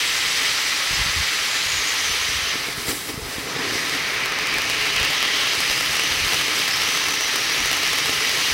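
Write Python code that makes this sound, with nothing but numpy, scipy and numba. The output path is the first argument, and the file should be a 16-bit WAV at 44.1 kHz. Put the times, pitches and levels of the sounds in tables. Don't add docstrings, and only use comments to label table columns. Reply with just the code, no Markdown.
import sys
import numpy as np
from scipy import signal
from scipy.fft import rfft, irfft, next_fast_len
from scipy.io import wavfile
from scipy.ndimage import uniform_filter1d
from numba import njit

SR = 44100
rng = np.random.default_rng(int(sys.argv[2]) if len(sys.argv) > 2 else 0)


def amplitude_ratio(level_db):
    exponent = np.asarray(level_db, float) / 20
    return 10 ** exponent


def pcm_store(signal):
    levels = np.round(np.clip(np.atleast_2d(signal), -1, 1) * 32767)
    wavfile.write(sys.argv[1], SR, levels.astype(np.int16).T)


N = 376173


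def rms_one(x):
    return x / np.sqrt(np.mean(x ** 2) + 1e-20)


def in_time(rows):
    s, *columns = np.transpose(rows)
    return [np.interp(np.arange(N) / SR, s, c) for c in columns]


def drift(rate):
    r = np.exp(-80 * np.pi * rate / SR)
    noise = rng.standard_normal(N // 40 + 2002)
    slow = signal.lfilter([1], [1, -2 * r, r * r], noise)[2000:]
    return np.interp(np.arange(N) / 40, np.arange(len(slow)), rms_one(slow))


def swell(peak_s, rise_s, fall_s):
    return np.interp(np.arange(N) / SR, [peak_s - rise_s, peak_s, peak_s + fall_s], [0, 1, 0])


def step_up(start_s, takes_s):
    return np.clip((np.arange(N) / SR - start_s) / takes_s, 0, 1)


def band(x, low, high):
    return signal.sosfilt(signal.butter(2, [low, min(high, .45 * SR)], "band", fs=SR, output="sos"), x)


def turbulence(spectrum, own_db, shared_db, rate, tilt_db=0):
    hz, level = np.transpose(spectrum)
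    edges = np.geomspace(hz[0], hz[-1], int(4 * np.log2(hz[-1] / hz[0])) + 2)
    white = rng.standard_normal((2, N))
    together = shared_db * drift(rate)
    out, power = 0, 0
    for k, (low, high) in enumerate(zip(edges, edges[1:])):
        mid = np.sqrt(low * high)
        gain = amplitude_ratio(np.interp(np.log(mid), np.log(hz), level) + tilt_db * np.log2(mid / 2500))
        power = power + gain ** 2 * (high - low) * 2.2 / SR
        flicker = amplitude_ratio(together + own_db * drift(rate))
        out = out + gain * flicker * band(white[k % 2], low, high)
    return out / np.sqrt(power)


@njit
def sweep(x, turn, r):
    y = np.zeros(len(x))
    for i in range(2, len(x)):
        y[i] = (1 - r) * x[i] + r * turn[i] * y[i - 1] - r * r * y[i - 2]
    return y


def nozzle_tone(rows, width_hz, waver, flutter_db):
    hz, level_db = in_time(rows)
    turn = 2 * np.cos(2 * np.pi * hz * (1 + waver * drift(11.3)) / SR)
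    r = np.exp(-np.pi * width_hz / SR)
    tone = sweep(sweep(rng.standard_normal(N), turn, r), turn, r)
    loudness = np.sqrt(uniform_filter1d(tone ** 2, size=8000) + 1e-12)
    return tone / loudness * amplitude_ratio(level_db + flutter_db * drift(8.6))


def pushes(rows, cycles):
    out, t = np.zeros(N), np.arange(3000) / SR
    for s, peak_db, hz in rows:
        at = round(s * SR)
        out[at:at + len(t)] -= amplitude_ratio(peak_db - 0.5) * np.sin(2 * np.pi * hz * t) * np.exp(-hz * t / cycles)
    return out


def flame_surges():
    # surge_s, lift_db, length_s
    surges = [(0.446, 1.5, 0.15), (0.98, 1, 0.096), (2.59, 0, 0.033), (2.752, -2.5, 0.02),
              (2.901, 5, 0.044), (3.034, -0.5, .04), (3.095, 3.5, 0.03), (3.95, 1.5, 0.041),
              (6.327, 1.5, .1), (6.587, 2.5, 0.059), (7.188, -1.5, 0.13)]
    attack_s = 0.0086
    lift_db = 0
    for s, db, long_s in surges:
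        hump = np.minimum(1.14 * swell(s, attack_s + 0.87 * long_s, long_s), 1)
        lift_db = lift_db + db * hump
    return lift_db


def gas_jet(jet_db, dust_db, surge_db):
    # pitch_hz, level_db (per Hz)
    hiss = [(400, -14.5), (600, -12.5), (740, -16), (850, -9), (1130, -9), (1260, -6), (1600, -3.5),
            (2050, -1.5), (2620, -1.5), (2850, -5), (5000, -5.5), (5600, -8.5), (6400, -8.5), (8300, -22)]
    tilt_db = 0.6 + 0.28 * (dust_db + 36.5) + 0.04 * (jet_db + 24)
    jet = turbulence(hiss, own_db=0.8, shared_db=0.3, rate=22, tilt_db=tilt_db)
    jet = amplitude_ratio(jet_db + surge_db + 0.3) * jet
    return signal.sosfilt(signal.butter(10, 6450, fs=SR, output="sos"), jet)


def dust_spray(jet_db, dust_db, surge_db):
    # pitch_hz, level_db (per Hz)
    fizz = [(6000, -14), (7000, -5), (8000, 3), (9500, -0.5), (11000, 0), (12500, -3.5), (14000, -2),
            (16500, -7)]
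    tilt_db = -.35 * (jet_db + 36) + 2 * step_up(start_s=5.2, takes_s=2.5)
    clumps_db = 0.3 * drift(5.2)
    level_db = dust_db + 1.2 * surge_db + clumps_db + 0.9
    return amplitude_ratio(level_db) * turbulence(fizz, own_db=0.8, shared_db=0.5, rate=50, tilt_db=tilt_db)


def flame_roar(surge_db):
    # pitch_hz, level_db (per Hz)
    rumble = [(60, -30), (95, -6), (140, -1), (215, -7), (285, 0), (345, -4), (420, 1), (540, -7),
              (700, -11), (1000, -13), (1500, -17), (2200, -35)]
    change_s, takes_s = 2.54, 0.18
    first_db, second_db = -44, -39
    second = step_up(change_s - takes_s / 2, takes_s)
    flare_db = 6 * swell(peak_s=3.61, rise_s=0.31, fall_s=0.31)
    roar_db = first_db + (second_db - first_db) * second + flare_db
    return amplitude_ratio(roar_db + 1.7 * surge_db) * turbulence(rumble, own_db=2.0, shared_db=0.0, rate=13.3)


def whistles():
    # time_s, pitch_hz, level_db
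    first = [
        (0, 7460, -40),
        (.4, 7700, -39.5),
        (1.45, 7340, -40),
        (1.75, 6760, -34),
        (2.1, 5980, -35),
        (2.5, 6100, -36),
        (2.7, 6000, -60),
    ]
    # time_s, pitch_hz, level_db
    second = [(4.0, 5000, -60), (5.75, 5000, -37), (6, 6000, -38), (6.6, 5900, -41), (6.65, 5050, -35.5),
              (6.93, 6100, -34.5), (7.48, 5700, -35), (7.65, 6000, -36), (7.85, 5450, -36),
              (8.1, 5800, -39), (8.53, 6000, -36)]
    narrow = nozzle_tone(second, width_hz=400, waver=.017, flutter_db=2.2)
    broad = nozzle_tone(first, width_hz=800, waver=.025, flutter_db=2.2)
    return narrow + broad


def tube_throat():
    # time_s, pitch_hz, level_db
    ring = [(0, 3150, -30), (.5, 3460, -39.5), (2.5, 3180, -32), (2.8, 2880, -75), (3.6, 1840, -35),
            (4.2, 2420, -29), (4.8, 2710, -28), (5.45, 3150, -27), (5.7, 2790, -30), (7.1, 2980, -32.5),
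            (7.6, 2760, -33.5), (8.53, 2800, -30)]
    return nozzle_tone(ring, width_hz=900, waver=.04, flutter_db=1.5)


def wind():
    # peak_s, level_db, length_s
    gusts = [(.05, -47, .15), (0.417, -45, 0.22), (1.0, -35.5, 0.27), (1.195, -33, 0.13),
             (1.735, -39.5, 0.26), (2.21, -41.5, 0.5), (2.9, -46, .3), (3.12, -44, 0.32), (4.6, -43, .3),
             (5, -42, .12), (5.69, -50, .25), (5.95, -47, .2), (6.178, -35, .3), (7.63, -44, 0.14),
             (8.53, -41, .25)]
    # pitch_hz, level_db (per Hz)
    rumble = [(22, -30), (38, 11.5), (50, -0.5), (70, 8.5), (110, -3.5), (160, -0.5), (240, -22.5)]
    # start_s, peak_db, pitch_hz
    eddies = [(0.908, -25, 113), (0.928, -28, 51.1), (0.994, -22, 91.5), (1.011, -20, 72.7),
              (1.06, -23, 137), (1.089, -28, 59.2), (1.164, -22, 72.7), (1.203, -23, 64.6),
              (1.66, -30, 72.7), (1.738, -30, 75.4), (1.78, -33, 56.5), (2.109, -30, 45.8), (2.2, -38, 150),
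              (2.29, -27, 70.0), (5.011, -21, 91.5), (5.698, -29, 40.4), (6.105, -34, 53.8),
              (6.169, -28, 45.8), (6.239, -37, 64.6), (7.599, -38, 51.1)]
    calm_db, rise_share = -52.5, .6
    humps = [(db - calm_db) * swell(s, rise_share * long_s, long_s) for s, db, long_s in gusts]
    lift_db = np.max(humps, axis=0)
    thumps = amplitude_ratio(5.0) * pushes(eddies, cycles=.45)
    return amplitude_ratio(calm_db + lift_db) * turbulence(rumble, own_db=-0.8, shared_db=4.0, rate=22.0) + thumps


def choked_sputter(surge_db):
    # pitch_hz, level_db (per Hz)
    rush = [(450, -4), (900, 3.5), (1500, 0.5), (3000, -2), (5500, 2), (7500, -12)]
    choked = np.minimum(2 * swell(peak_s=3.34, rise_s=0.93, fall_s=0.64), 1)
    catch_db = 6 * np.minimum(2 * swell(peak_s=3.55, rise_s=0.1, fall_s=.5), 1)
    level_db = -37.5 + 1.3 * surge_db + catch_db
    return choked * amplitude_ratio(level_db) * turbulence(rush, own_db=1.5, shared_db=1.5, rate=27)


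def coughs():
    # start_s, peak_db, pitch_hz
    bursts = [(2.556, -18.5, 273), (2.685, -16.5, 428), (2.778, -23, 125), (2.883, -17, 118),
              (2.897, -23, 288), (2.929, -18, 398), (3.141, -23, 170), (3.176, -18, 136),
              (3.224, -22, 75.4), (3.383, -14, 313), (3.494, -27, 439), (3.564, -19, 428),
              (3.755, -13, 404)]
    return pushes(bursts, cycles=0.53)


def sparks(jet_db):
    # start_s, level_db (of the trough)
    snaps = [(3.8959, -8), (3.9507, -11), (4.2532, -12), (4.2593, -6), (4.322, -10), (4.3885, -8),
             (4.4719, -8), (4.5414, -8), (4.5844, -5), (4.6199, -7), (4.6992, -5), (5.0006, -7),
             (5.0307, -6), (5.0502, -5), (5.1083, -8), (5.228, -4), (5.6046, -4), (5.8095, -4),
             (5.9969, -5), (6.3346, -5), (6.3444, -4), (6.6812, -5), (7.085, -5), (7.3577, -4),
             (7.3612, -4), (7.6584, -5), (7.7154, -4), (7.7305, -3), (7.8336, -5), (8.2949, -4)]
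    s, level_db = np.transpose(snaps)
    clicks = np.zeros(N)
    clicks[np.round(s * SR).astype(int)] = amplitude_ratio(level_db - .5)
    chance = 25 / SR * step_up(start_s=4.4, takes_s=1.2)
    shower = (rng.random(N) < chance) * amplitude_ratio(-10 + 4.5 * rng.uniform(-1, 1, N))
    relit = np.arange(N) / SR > 3.85
    faint_db = jet_db + 3.5 + 2.1 * np.minimum(rng.exponential(1, N), 3)
    faint = (rng.random(N) < 120 / SR) * relit * amplitude_ratio(faint_db)
    t = np.arange(-3, 60) / SR
    trough = 1.3 * np.exp(-(t / 1.7e-5) ** 2)
    late = np.maximum(t - 2.5e-5, 0) / 4.4e-5
    rebound = 1.75 * late ** 2 * np.exp(-late) - .2 * np.exp(-t / 5.7e-4) * (t > 0)
    return signal.fftconvolve(clicks + shower + faint, rebound - trough)[3:N + 3]


def pops():
    # start_s, peak_db, pitch_hz
    stars = [
        (6.331, -13, 1030),
        (6.641, -15, 1080),
        (8.094, -10.5, 467),
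    ]
    return pushes(stars, cycles=0.53)


def bounces(x):
    # delay_ms, gain (plain factor)
    echoes = [(0.718, -0.019), (0.97, 0.023), (1.024, 0.038), (1.066, -0.023), (1.165, -0.032),
              (1.255, -0.033), (1.309, -0.022), (1.444, -0.027), (1.594, 0.028), (1.963, -0.022),
              (2.014, -0.025), (2.128, -0.024), (2.521, 0.018), (3.97, 0.045), (4.03, -0.029),
              (4.141, -0.027), (4.414, -0.016), (4.513, 0.028), (4.69, 0.023), (4.735, -0.024),
              (4.819, 0.03), (5.068, -0.039), (7.018, -0.017), (10.105, 0.016)]
    size = next_fast_len(N + 2000)
    hz = np.arange(size // 2 + 1) * SR / size
    early = 1 + 1.5 * sum(g * np.exp(-2j * np.pi * hz * ms / 1000) for ms, g in echoes)
    t = np.arange(1500) / SR
    scatter = .010 * rng.standard_normal(len(t)) * np.exp(-t / .012) * (t > .003)
    return irfft(rfft(x, size) * (early + rfft(scatter, size)), size)[:N]


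def scene():
    # time_s, jet_db (gas pressure), dust_db (load of metal dust)
    burn = [(0, -21.5, -35), (1.5, -22, -36.5), (2.35, -23, -36.5), (2.52, -24, -39), (2.74, -28.5, -38),
            (2.96, -31, -34), (3.19, -38, -42.5), (3.32, -30, -38.5), (3.46, -32, -41.5),
            (3.58, -28.5, -43), (3.75, -24, -37), (3.9, -25, -39.5), (4.3, -25.5, -45), (4.75, -23, -39),
            (5.2, -22, -40), (5.65, -22.5, -36), (7.5, -22.5, -37), (8.53, -21.5, -35)]
    jet_db, dust_db = in_time(burn)
    surge_db = flame_surges()
    fountain = gas_jet(jet_db, dust_db, surge_db) + dust_spray(jet_db, dust_db, surge_db)
    fountain = fountain + flame_roar(surge_db) + whistles() + tube_throat()
    fountain = fountain + choked_sputter(surge_db) + coughs()
    fountain = fountain + sparks(jet_db) + pops()
    mono = bounces(fountain) + wind()
    return np.array([mono, mono])


def noise_fill(mono):
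    patches = [.237, .424, .646, .948, 1.039, 1.328, 1.7, 1.7, 1.898, 1.898, 1.992, 1.992, 1.992, 2.117,
               2.117, 2.293, 2.293, 2.49, 2.49, 2.943, 2.943, 3.2, 3.2, 3.49, 5.474, 6.147, 6.391, 7.785,
               7.785]
    side, fade = np.zeros(N), signal.windows.tukey(1600, .7)
    hz = np.fft.rfftfreq(len(fade), 1 / SR)
    lows = rng.permutation(np.linspace(4400, 14200, len(patches)))
    for s, low in zip(patches, lows):
        at = slice(round(s * SR) - 800, round(s * SR) + 800)
        inside = (hz > low) & (hz < low + 1600)
        level = np.std(irfft(rfft(mono[at]) * inside))
        hiss = rms_one(irfft(rfft(rng.standard_normal(len(fade))) * inside))
        side[at] += amplitude_ratio(-4.5) * level * fade * hiss
    return side


def top_cut(x):
    return signal.sosfilt(signal.butter(12, 16890, fs=SR, output="sos"), x)


def record(dry):
    wide = dry + noise_fill(dry[0]) * [[1], [-1]]
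    wide = signal.sosfilt(signal.butter(2, 36, "high", fs=SR, output="sos"), wide)
    wide = irfft(rfft(wide) * (np.fft.rfftfreq(N, 1 / SR) < 15830), N)
    return top_cut(wide)


dry = scene()
out = record(dry)
pcm_store(out)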